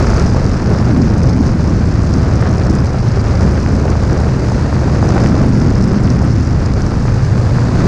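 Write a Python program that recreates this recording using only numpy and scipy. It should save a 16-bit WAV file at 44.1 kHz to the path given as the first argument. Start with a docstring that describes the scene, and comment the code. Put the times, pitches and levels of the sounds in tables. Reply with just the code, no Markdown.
"""A hard gust with a sharp pop opens the scene: air rushes past a helmet camera in fast gliding flight.
The microphone sits in the housing, with no distance to the wind: large eddies buffet it in noise bands,
smaller ones roar in packets and now and then pop on the microphone port as short pressure pulses.
The port hisses and spits near its resonance in shaped noise bursts.
A quick limiter holds the peaks."""
import sys
import numpy as np
from scipy import signal
from scipy.fft import rfft, irfft, next_fast_len
from scipy.io import wavfile
from scipy.ndimage import uniform_filter1d, minimum_filter1d

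SR = 44100
rng = np.random.default_rng(int(sys.argv[2]) if len(sys.argv) > 2 else 0)


def generate_wav(signal):
    """Clip the signal to [-1, 1] and save it as 16-bit WAV at the path in sys.argv[1]."""
    frames = np.transpose(np.atleast_2d(signal))
    scaled = np.clip(frames, -1, 1) * 32767
    pcm = np.round(scaled).astype(np.int16)
    wavfile.write(sys.argv[1], SR, pcm)


N = 347067

# strength of the airflow over the helmet, gusting at the start, at 5.2 s and at the end:
# time_s, level_db (about nominal flow)
FLOW = [(0, 5), (.26, 2), (.3, 1), (.58, 0), (.8, 1), (1.2, -1.1), (1.98, -1.5), (2.45, 1), (3.03, -1.5),
        (3.4, 1.4), (3.85, -0.4), (4.3, -0.5), (4.98, 2), (5.2, 4.5), (5.55, -0.5), (6.08, -0.5),
        (6.45, -2), (7.4, -0.9), (7.87, 4.5)]
# size of the large eddies, leaning from deep thumps (-) to higher drumming (+): time_s, lean_db
EDDY_LEAN = [(0, -2.0), (0.78, 1), (1.2, -1), (2.9, 0), (3.06, 2), (3.2, -1.6), (3.9, -1.5), (4.42, 1),
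             (4.65, -0.5), (5.1, 0.8), (5.45, 1), (6.9, -0.5), (7.2, 2.5), (7.87, 1.9)]
# the deepest rumble, mostly below 60 Hz: time_s, level_db
RUMBLE_LEVEL = [(0, -23), (.42, -17.5), (.9, -26), (1.8, -22), (2.5, -27), (3.0, -23.5), (3.45, -25.5),
                (3.82, -22), (4.9, -27.5), (5.2, -21), (5.95, -21.5), (6.35, -28), (6.9, -18), (7.3, -25),
                (7.87, -20)]
# flutter around 200 Hz: time_s, level_db (about FLUTTER_DB)
FLUTTER_LEVEL = [(0, 1), (0.62, 1.1), (0.98, 2.5), (1.55, 3), (2.25, -1), (2.7, 1.8), (3.05, -3),
                 (3.7, -0.4), (4.85, -0.5), (5.25, 4), (6.0, 5), (6.5, -0.5), (7, -1), (7.25, -5),
                 (7.87, 4)]
# how ragged the flow over the port is: time_s, burst_share (of the hiss power, 0-1)
RAGGEDNESS = [(0, 0.8), (.7, 0.8), (1.3, 0.98), (1.85, 0.63), (2.75, 1), (3.05, 0.77), (3.7, 0.8),
              (4.7, 0.23), (5.3, 0.77), (6.1, 1), (6.8, 0.67), (7.3, 0.14), (7.87, 0.2)]

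# the buffeting slackens or thumps harder: centre_s, width_s, rise_db
BUFFET_SWELLS = [(.18, .08, 1.8), (.57, 0.035, -5.5), (1.27, .025, 4.5), (1.57, .03, -2), (2.4, .1, 1.5),
                 (2.77, 0.033, 1), (2.98, .04, -3), (3.45, .035, 2.5), (3.62, 0.031, -2), (4.41, 0.037, -4),
                 (4.68, 0.049, -2), (5.12, 0.052, 1), (5.96, .035, -5), (6.33, 0.041, 1.5),
                 (6.88, 0.11, -3), (7.72, .12, -1.5)]
# the flutter surges or sags: centre_s, width_s, rise_db
FLUTTER_SURGES = [(.254, 0.01, 7), (.77, .04, 0.5), (.985, 0.04, 7), (1.39, 0.041, 5.5), (1.705, 0.021, 3),
                  (1.8, .025, 1.5), (2.18, 0.032, 6), (2.706, 0.0081, 5), (2.749, 0.0083, 4.5),
                  (3.448, 0.026, 8.5), (3.74, 0.043, 4.5), (5.29, 0.036, 4), (5.53, 0.058, 1.5),
                  (5.74, 0.022, -5.5), (5.86, 0.04, 1), (6.95, 0.052, 1), (7.37, .01, 7),
                  (7.54, 0.014, -0.5)]
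# the low roar swells and sags by itself: centre_s, width_s, rise_db
ROAR_SWELLS = [(.72, 0.039, 3.5), (1.27, 0.11, 2), (1.93, .06, 0), (2.45, 0.025, -1), (3.63, 0.029, -1),
               (3.85, 0.047, 4.5), (4.16, 0.061, 3), (5.22, 0.047, 1), (6.02, 0.062, 0), (6.42, .04, -3.5),
               (7.23, 0.05, -2.5), (7.75, 0.2, -1.5)]
# larger eddies slap the housing and briefly lift roar and rush: centre_s, width_s, rise_db (of flow)
SLAPS = [(.37, 0.008, 5), (.885, 0.0091, 1.5), (2.428, 0.0066, 7), (2.469, 0.0089, 9.5), (2.95, 0.005, 7),
         (3.432, 0.0073, 2), (3.87, 0.035, 1.5), (4.14, 0.03, 2.2), (5.168, .01, 7), (5.441, 0.0046, 2),
         (7.087, 0.008, 5.5)]

# eddies bursting on the port, the smaller the sharper:
# centre_s, peak_db (before the rumble is cut), width_ms (before a random size)
POPS = [(0.011, -7, 0.24), (0.070, -12, 0.19), (0.134, -8, 0.19), (0.347, -8.5, 0.28), (1.4104, -11, 0.25),
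        (2.0385, -13, 0.23), (2.4263, -9, 0.14), (2.4688, -16.5, 0.27), (2.9449, -15, .26),
        (3.6625, -10, .14), (3.881, -13, 0.14), (3.9548, -9.5, 0.2), (4.5195, -8, 0.25),
        (4.7279, -8.5, 0.17), (4.7665, -10.5, 0.18), (5.028, -4.5, 0.21), (5.1684, -10, 0.15),
        (5.18, -7.5, 0.12), (5.2617, -9, 0.12), (6.077, -17, 0.1), (6.222, -11, .21), (6.9403, -13, 0.17),
        (7.054, -12.5, 0.23), (7.083, -10.5, 0.17), (7.5853, -7.5, 0.17)]
# short spits of hiss: centre_s, crest_rms_db (before SPIT_TRIM_DB), width_ms,
# brightness_db (top sizzle against the port's resonance)
SPITS = [(0.026, -27, 1.3, -11), (0.069, -29, 1.5, -12), (0.088, -28, 0.73, -16.5), (0.173, -19, 0.76, -20),
         (0.198, -18.5, 0.82, -19), (0.263, -24, 1.8, -18), (0.444, -26, 1.2, -15.5),
         (0.465, -26, 1.1, -22), (1.0188, -24, 1, -20), (1.2347, -28, 1.4, -11),
         (1.2958, -24.5, 1.3, -16.5), (1.3302, -27, 0.74, -15), (1.4642, -30, .9, -15),
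         (1.4803, -27, 0.6, -8), (2.1315, -27, 0.87, -14), (2.1396, -22, 1, -19.5), (2.3578, -23, .7, -12),
         (2.649, -29, 0.88, -15), (2.699, -30, 2.4, -10.5), (2.7533, -26.5, 1, -5),
         (3.1206, -26, 0.98, -20), (3.2426, -30, .9, -16), (3.4097, -25, 1, -20), (3.603, -25, .9, -16),
         (3.691, -26, 1, -26), (3.7994, -28, 0.67, -16), (3.9029, -23, .7, -11), (4.131, -24, 1, -18),
         (4.2042, -29, 0.77, -5), (4.3967, -28, .9, -16), (4.486, -30, 1, -8.5), (4.4987, -27.5, 1, -12),
         (4.5204, -28, .9, -19), (5.0904, -20.5, 1, -21), (5.2044, -23, 1, -16), (5.239, -23.5, 1.1, -19),
         (5.271, -23, .8, -18), (5.3661, -28, 1, -15), (5.6013, -29, 0.78, -4), (5.7042, -25, .7, -6),
         (5.826, -27, 0.88, -15), (5.841, -23, 1.1, -19), (6.1031, -17.5, 0.83, -18),
         (6.2265, -27, 0.43, -4), (6.491, -34, 0.79, -16), (6.661, -20.5, 0.61, -16),
         (6.7377, -23.5, .8, -9), (6.821, -26, .9, -19), (6.8648, -22.5, .8, -19), (6.908, -29, 1.2, -13.5),
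         (7.1433, -29, .9, -18), (7.2495, -29, 1, -15)]

# spectrum of the deep rumble: pitch_hz, relative level_db
RUMBLE_COLOUR = [(10, -15), (24, -4.5), (40, -1.5), (52, 0.5), (68, -20), (100, -40)]
# spectrum of the deep thumps: pitch_hz, relative level_db
THUMP_COLOUR = [(20, -21), (38, -13), (50, -3.5), (62, 2.5), (80, 7), (96, -0.5), (112, -1.5), (160, -46)]
# spectrum of the higher drumming: pitch_hz, relative level_db
DRUM_COLOUR = [(70, -32.5), (98, -3.5), (125, -0.5), (140, -3), (160, -11.5), (220, -44)]
# spectrum of the flutter: pitch_hz, relative level_db
FLUTTER_COLOUR = [(110, -18.5), (145, -7), (170, 1.5), (210, 0.5), (260, -3.5), (320, -8), (390, -14.5),
                  (520, -30.5), (1200, -56)]
# spectrum of the low roar: pitch_hz, relative level_db
ROAR_COLOUR = [(220, -17), (340, -2), (430, -3), (620, -7), (800, -11), (980, -16.5), (1300, -22),
               (3000, -59)]
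# spectrum of the rush: pitch_hz, relative level_db
RUSH_COLOUR = [(550, -15), (900, -0.5), (1100, 1.5), (1500, 0.5), (2000, -7), (2600, -11.5), (3200, -19.5),
               (4200, -19.5), (8000, -45)]
# spectrum of the crackle in the rush: pitch_hz, relative level_db
CRACKLE_COLOUR = [(300, -10), (800, 3.5), (1900, 0), (3000, -11.5), (4500, -9.5), (7000, -32.5)]
# spectrum of the smooth port hiss: pitch_hz, relative level_db
HISS_COLOUR = [(2500, -11), (3400, -13.5), (3950, -6.5), (4750, 1), (5400, -3.5), (6400, -3.5), (7300, -9),
               (8500, -15.5), (10000, -23), (12000, -35.5), (14500, -48.5)]
# spectrum of bursts and spits at the port's resonance: pitch_hz, relative level_db
SPIT_COLOUR = [(3000, -33.5), (4200, -7.5), (5050, 0.5), (6100, -4), (7000, -11), (8000, -20.5),
               (9400, -26), (10300, -33), (12000, -49), (14500, -60)]
# spectrum of the finest tears, above that resonance: pitch_hz, relative level_db
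SIZZLE_COLOUR = [(5000, -23.5), (6500, 2.5), (7800, -1), (9400, -7.5), (10300, -11), (11500, -29.5),
                 (14000, -41.5)]

# each layer's level at nominal flow (dB), and how many dB it gains per dB of flow
BUFFET_DB, FLUTTER_DB = -12, -18.5
ROAR_DB, ROAR_FOLLOWS = -24, 1.1
RUSH_DB, RUSH_FOLLOWS = -31.5, 0.72
HISS_DB, HISS_FOLLOWS = -39, 0.46
RAGGED_HISS_DB = 0.4    # gain from wholly smooth to wholly ragged flow
SPIT_TRIM_DB = -3.5
# small random gusts on top of the flow
GUST_DB, GUST_HZ = 0.42, 13
# the opening gust rushes and hisses more brightly; the rush drops at once, the last of the hiss dies away
OPENING_HOLD_S = 0.25
OPENING_RUSH_DB, OPENING_DROP_S = 1.5, 0.008
OPENING_HISS_DB, OPENING_RELEASE_S = 1, 0.33
# the housing rings for a moment after a pop
POP_RING_HZ, POP_RING_T60_S, POP_RING_DB = 885, 0.008, -11
# the passing vortex displaces the finer turbulence (dB of flow)
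POP_HUSH_S, POP_HUSH_DB = 0.008, -3.5
CUTOFF_HZ = 14750


def from_db(db):
    """Decibels to gain."""
    return 10 ** (np.asarray(db) / 20)


def rms_one(x):
    """Scale to unit power."""
    return x / np.sqrt(np.mean(x ** 2) + 1e-20)


def in_time(rows):
    """A level curve, interpolated at every sample."""
    time_s, level = np.transpose(rows)
    return np.interp(np.arange(N) / SR, time_s, level)


def swells(rows):
    """Smooth rises and falls of level, in dB at every sample."""
    t, out = np.arange(N) / SR, np.zeros(N)
    for centre_s, width_s, rise_db in rows:
        near = slice(*np.searchsorted(t, [centre_s - 4 * width_s, centre_s + 4 * width_s]))
        out[near] += rise_db * np.exp(-((t[near] - centre_s) / width_s) ** 2 / 2)
    return out


def coloured(x, colour):
    """Give a signal a spectrum; rms 1."""
    size = next_fast_len(N)
    hz = np.maximum(np.fft.rfftfreq(size, 1 / SR), 1)
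    points_hz, points_db = np.transpose(colour)
    gain = from_db(np.interp(np.log(hz), np.log(points_hz), points_db))
    # fall away further beyond both ends of the table
    low_skirt = np.minimum(hz / points_hz[0], 1) ** 2
    high_skirt = np.minimum(points_hz[-1] / hz, 1) ** 2
    return rms_one(irfft(rfft(x, size) * gain * low_skirt * high_skirt, size)[:N])


def smooth(x, hz):
    """Weaken changes faster than hz, without delay."""
    lowpass = signal.butter(1, hz, fs=SR, output="sos")
    return signal.sosfiltfilt(lowpass, x, padtype="even", padlen=SR // 10)


def drift(hz):
    """Random wandering with rms 1."""
    return rms_one(smooth(rng.standard_normal(N), hz))


def turbulence(colour, swell_db):
    """Random pressure whose strength follows swell_db before it is coloured; rms 1."""
    return coloured(rng.standard_normal(N) * from_db(swell_db), colour)


def steadied(x, hz, share):
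    """Shed eddies are of similar strength: even out part of the slow swings."""
    slow_power = smooth(x ** 2, hz) + 1e-6
    return rms_one(x / slow_power ** (share / 2))


def buffeting():
    """Large eddies thump or drum on the housing, trading power, with rumble below and flutter above."""
    lean_db = in_time(EDDY_LEAN)
    thumps = steadied(turbulence(THUMP_COLOUR, 0), hz=5.9, share=0.94)
    drumming = steadied(turbulence(DRUM_COLOUR, 0), hz=4, share=0.92)
    eddy_mix = from_db(-lean_db) * thumps + from_db(2.1 * lean_db) * drumming
    buffet = steadied(eddy_mix, hz=7.7, share=0.56)
    flutter = steadied(turbulence(FLUTTER_COLOUR, 1.73 * drift(hz=60.4)), hz=3.6, share=0.99)
    rumble = steadied(turbulence(RUMBLE_COLOUR, 0), hz=2.5, share=0.94)
    flutter_db = FLUTTER_DB + in_time(FLUTTER_LEVEL) + swells(FLUTTER_SURGES)
    return (from_db(BUFFET_DB + swells(BUFFET_SWELLS)) * buffet
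            + from_db(in_time(RUMBLE_LEVEL)) * rumble
            + from_db(flutter_db) * flutter)


def grains(per_s, spread_db):
    """Clicks at random moments, of random sign and size."""
    size_db = spread_db * np.minimum(rng.exponential(1, N), 3)
    sizes = from_db(size_db) * rng.choice([-1, 1], N)
    return sizes * (rng.random(N) < per_s / SR)


def rushing(flow_db, blast_db, eddies):
    """Fine turbulence rides in millisecond packets with a sharp crackle in it, and grows with the flow."""
    packets = 1.6 * np.tanh(eddies / 1.6)   # bounded strength
    roar_swell_db = 2.84 * packets + 0.86 * drift(hz=24.9)
    roar = steadied(turbulence(ROAR_COLOUR, roar_swell_db), hz=4, share=0.5)
    rush_swell_db = 2.0 * packets + 2.0 * drift(hz=900)
    rush = steadied(turbulence(RUSH_COLOUR, rush_swell_db), hz=3.9, share=0.25)
    crackle = coloured(grains(per_s=330, spread_db=3.4), CRACKLE_COLOUR)
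    roar_db = ROAR_DB + ROAR_FOLLOWS * flow_db + swells(ROAR_SWELLS)
    rush_db = RUSH_DB + RUSH_FOLLOWS * flow_db + blast_db
    return from_db(roar_db) * roar + from_db(rush_db) * (rush + from_db(-6.0) * crackle)


def port_hiss(hiss_db, eddies, pressure):
    """Smooth hiss and ragged bursts at the port's resonance, most on the crests of the buffeting."""
    share = in_time(RAGGEDNESS)
    crests = np.maximum(rms_one(pressure), 0)
    raggedness = 0.41 * drift(hz=180) + 0.17 * drift(hz=30) + 0.61 * crests - 0.2
    bursts = steadied(turbulence(SPIT_COLOUR, 8.9 * np.tanh(raggedness)), hz=0.6, share=0.41)
    # the smallest eddies tick with their own rapid drift, higher up
    tick_db = 19 * np.tanh(0.5 * drift(hz=350) + 0.2 * crests - 0.7)
    sizzle = turbulence(SIZZLE_COLOUR, tick_db)
    hiss = turbulence(HISS_COLOUR, 1.5 * eddies)
    mix = np.sqrt(1 - share) * hiss + np.sqrt(share) * bursts + from_db(-13.0) * share * sizzle
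    return from_db(hiss_db + RAGGED_HISS_DB * share) * mix


def pops():
    """A small vortex crossing the port dips the pressure, which rebounds; the housing rings briefly."""
    pulses, t = np.zeros(N), np.arange(N) / SR
    random_sizes = rng.uniform(0.9, 1.15, len(POPS))
    for (centre_s, peak_db, width_ms), size in zip(POPS, random_sizes):
        near = slice(*np.searchsorted(t, [centre_s - 0.01, centre_s + 0.01]))
        u = 1000 * (t[near] - centre_s) / (width_ms * size)   # time in pulse widths
        pulses[near] += from_db(peak_db) * u * np.exp((1 - u ** 2) / 2)
    decay = np.exp(-np.log(1000) / (POP_RING_T60_S * SR))   # per sample
    resonator = [1, -2 * decay * np.cos(2 * np.pi * POP_RING_HZ / SR), decay ** 2]
    ring = signal.lfilter([0, 1], resonator, pulses + 1e-18)
    ringing_pops = pulses + from_db(POP_RING_DB) * np.std(pulses) * rms_one(ring)
    # so small a vortex carries no rumble
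    return signal.sosfilt(signal.butter(2, 250, "high", fs=SR, output="sos"), ringing_pops)


def spits():
    """Flow tears at the port's edge for milliseconds, sounding its resonance with finer sizzle above."""
    body, top, t = np.zeros(N), np.zeros(N), np.arange(N) / SR
    for centre_s, crest_db, width_ms, bright_db in SPITS:
        near = slice(*np.searchsorted(t, [centre_s - 0.01, centre_s + 0.01]))
        burst = from_db(crest_db) * np.exp(-(1000 * (t[near] - centre_s) / width_ms) ** 2 / 2)
        body[near] += burst
        top[near] += burst * from_db(bright_db)
    out = np.zeros(N)
    for level, colour in ((body, SPIT_COLOUR), (top, SIZZLE_COLOUR)):
        noise = level * rng.choice([-1, 1], N)
        out += np.sqrt(np.mean(level ** 2)) * coloured(noise, colour)
    return from_db(SPIT_TRIM_DB) * out


def scene():
    """All the wind at one microphone; one airflow drives roar, rush and hiss."""
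    flow_db = in_time(FLOW) + GUST_DB * drift(hz=GUST_HZ)
    after_s = np.arange(N) / SR - OPENING_HOLD_S
    blast_db = OPENING_RUSH_DB * np.clip(1 - after_s / OPENING_DROP_S, 0, 1)
    opening_hiss_db = OPENING_HISS_DB * np.clip(1 - after_s / OPENING_RELEASE_S, 0, 1)
    hiss_db = HISS_DB + HISS_FOLLOWS * flow_db + blast_db + opening_hiss_db
    hush_db = swells([(centre_s, POP_HUSH_S, POP_HUSH_DB) for centre_s, _, _ in POPS])
    fine_flow_db = flow_db + swells(SLAPS) + hush_db
    eddies = drift(hz=205)   # shared by roar, rush and hiss
    pressure = buffeting()
    wind = pressure + rushing(fine_flow_db, blast_db, eddies) + port_hiss(hiss_db, eddies, pressure)
    return (wind + pops() + spits())[None]


def limiter(x, ceiling_db, release_db_per_s):
    """The gain ducks just ahead of each peak and recovers steadily."""
    over_db = np.maximum(20 * np.log10(np.abs(x) + 1e-9) - ceiling_db, 0)
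    widened_db = -minimum_filter1d(-over_db, size=129)   # look ahead and behind
    fall_db = release_db_per_s * np.arange(N) / SR
    held_db = np.maximum.accumulate(widened_db + fall_db, axis=-1) - fall_db
    return x * from_db(-uniform_filter1d(held_db, size=129))


def record(dry):
    """The camera microphone's signal: peaks are limited, then the top is cut."""
    held = limiter(dry, ceiling_db=-0.6, release_db_per_s=149)
    return signal.sosfilt(signal.cheby2(12, 70, CUTOFF_HZ, fs=SR, output="sos"), held)


dry = scene()
out = record(dry)
generate_wav(out)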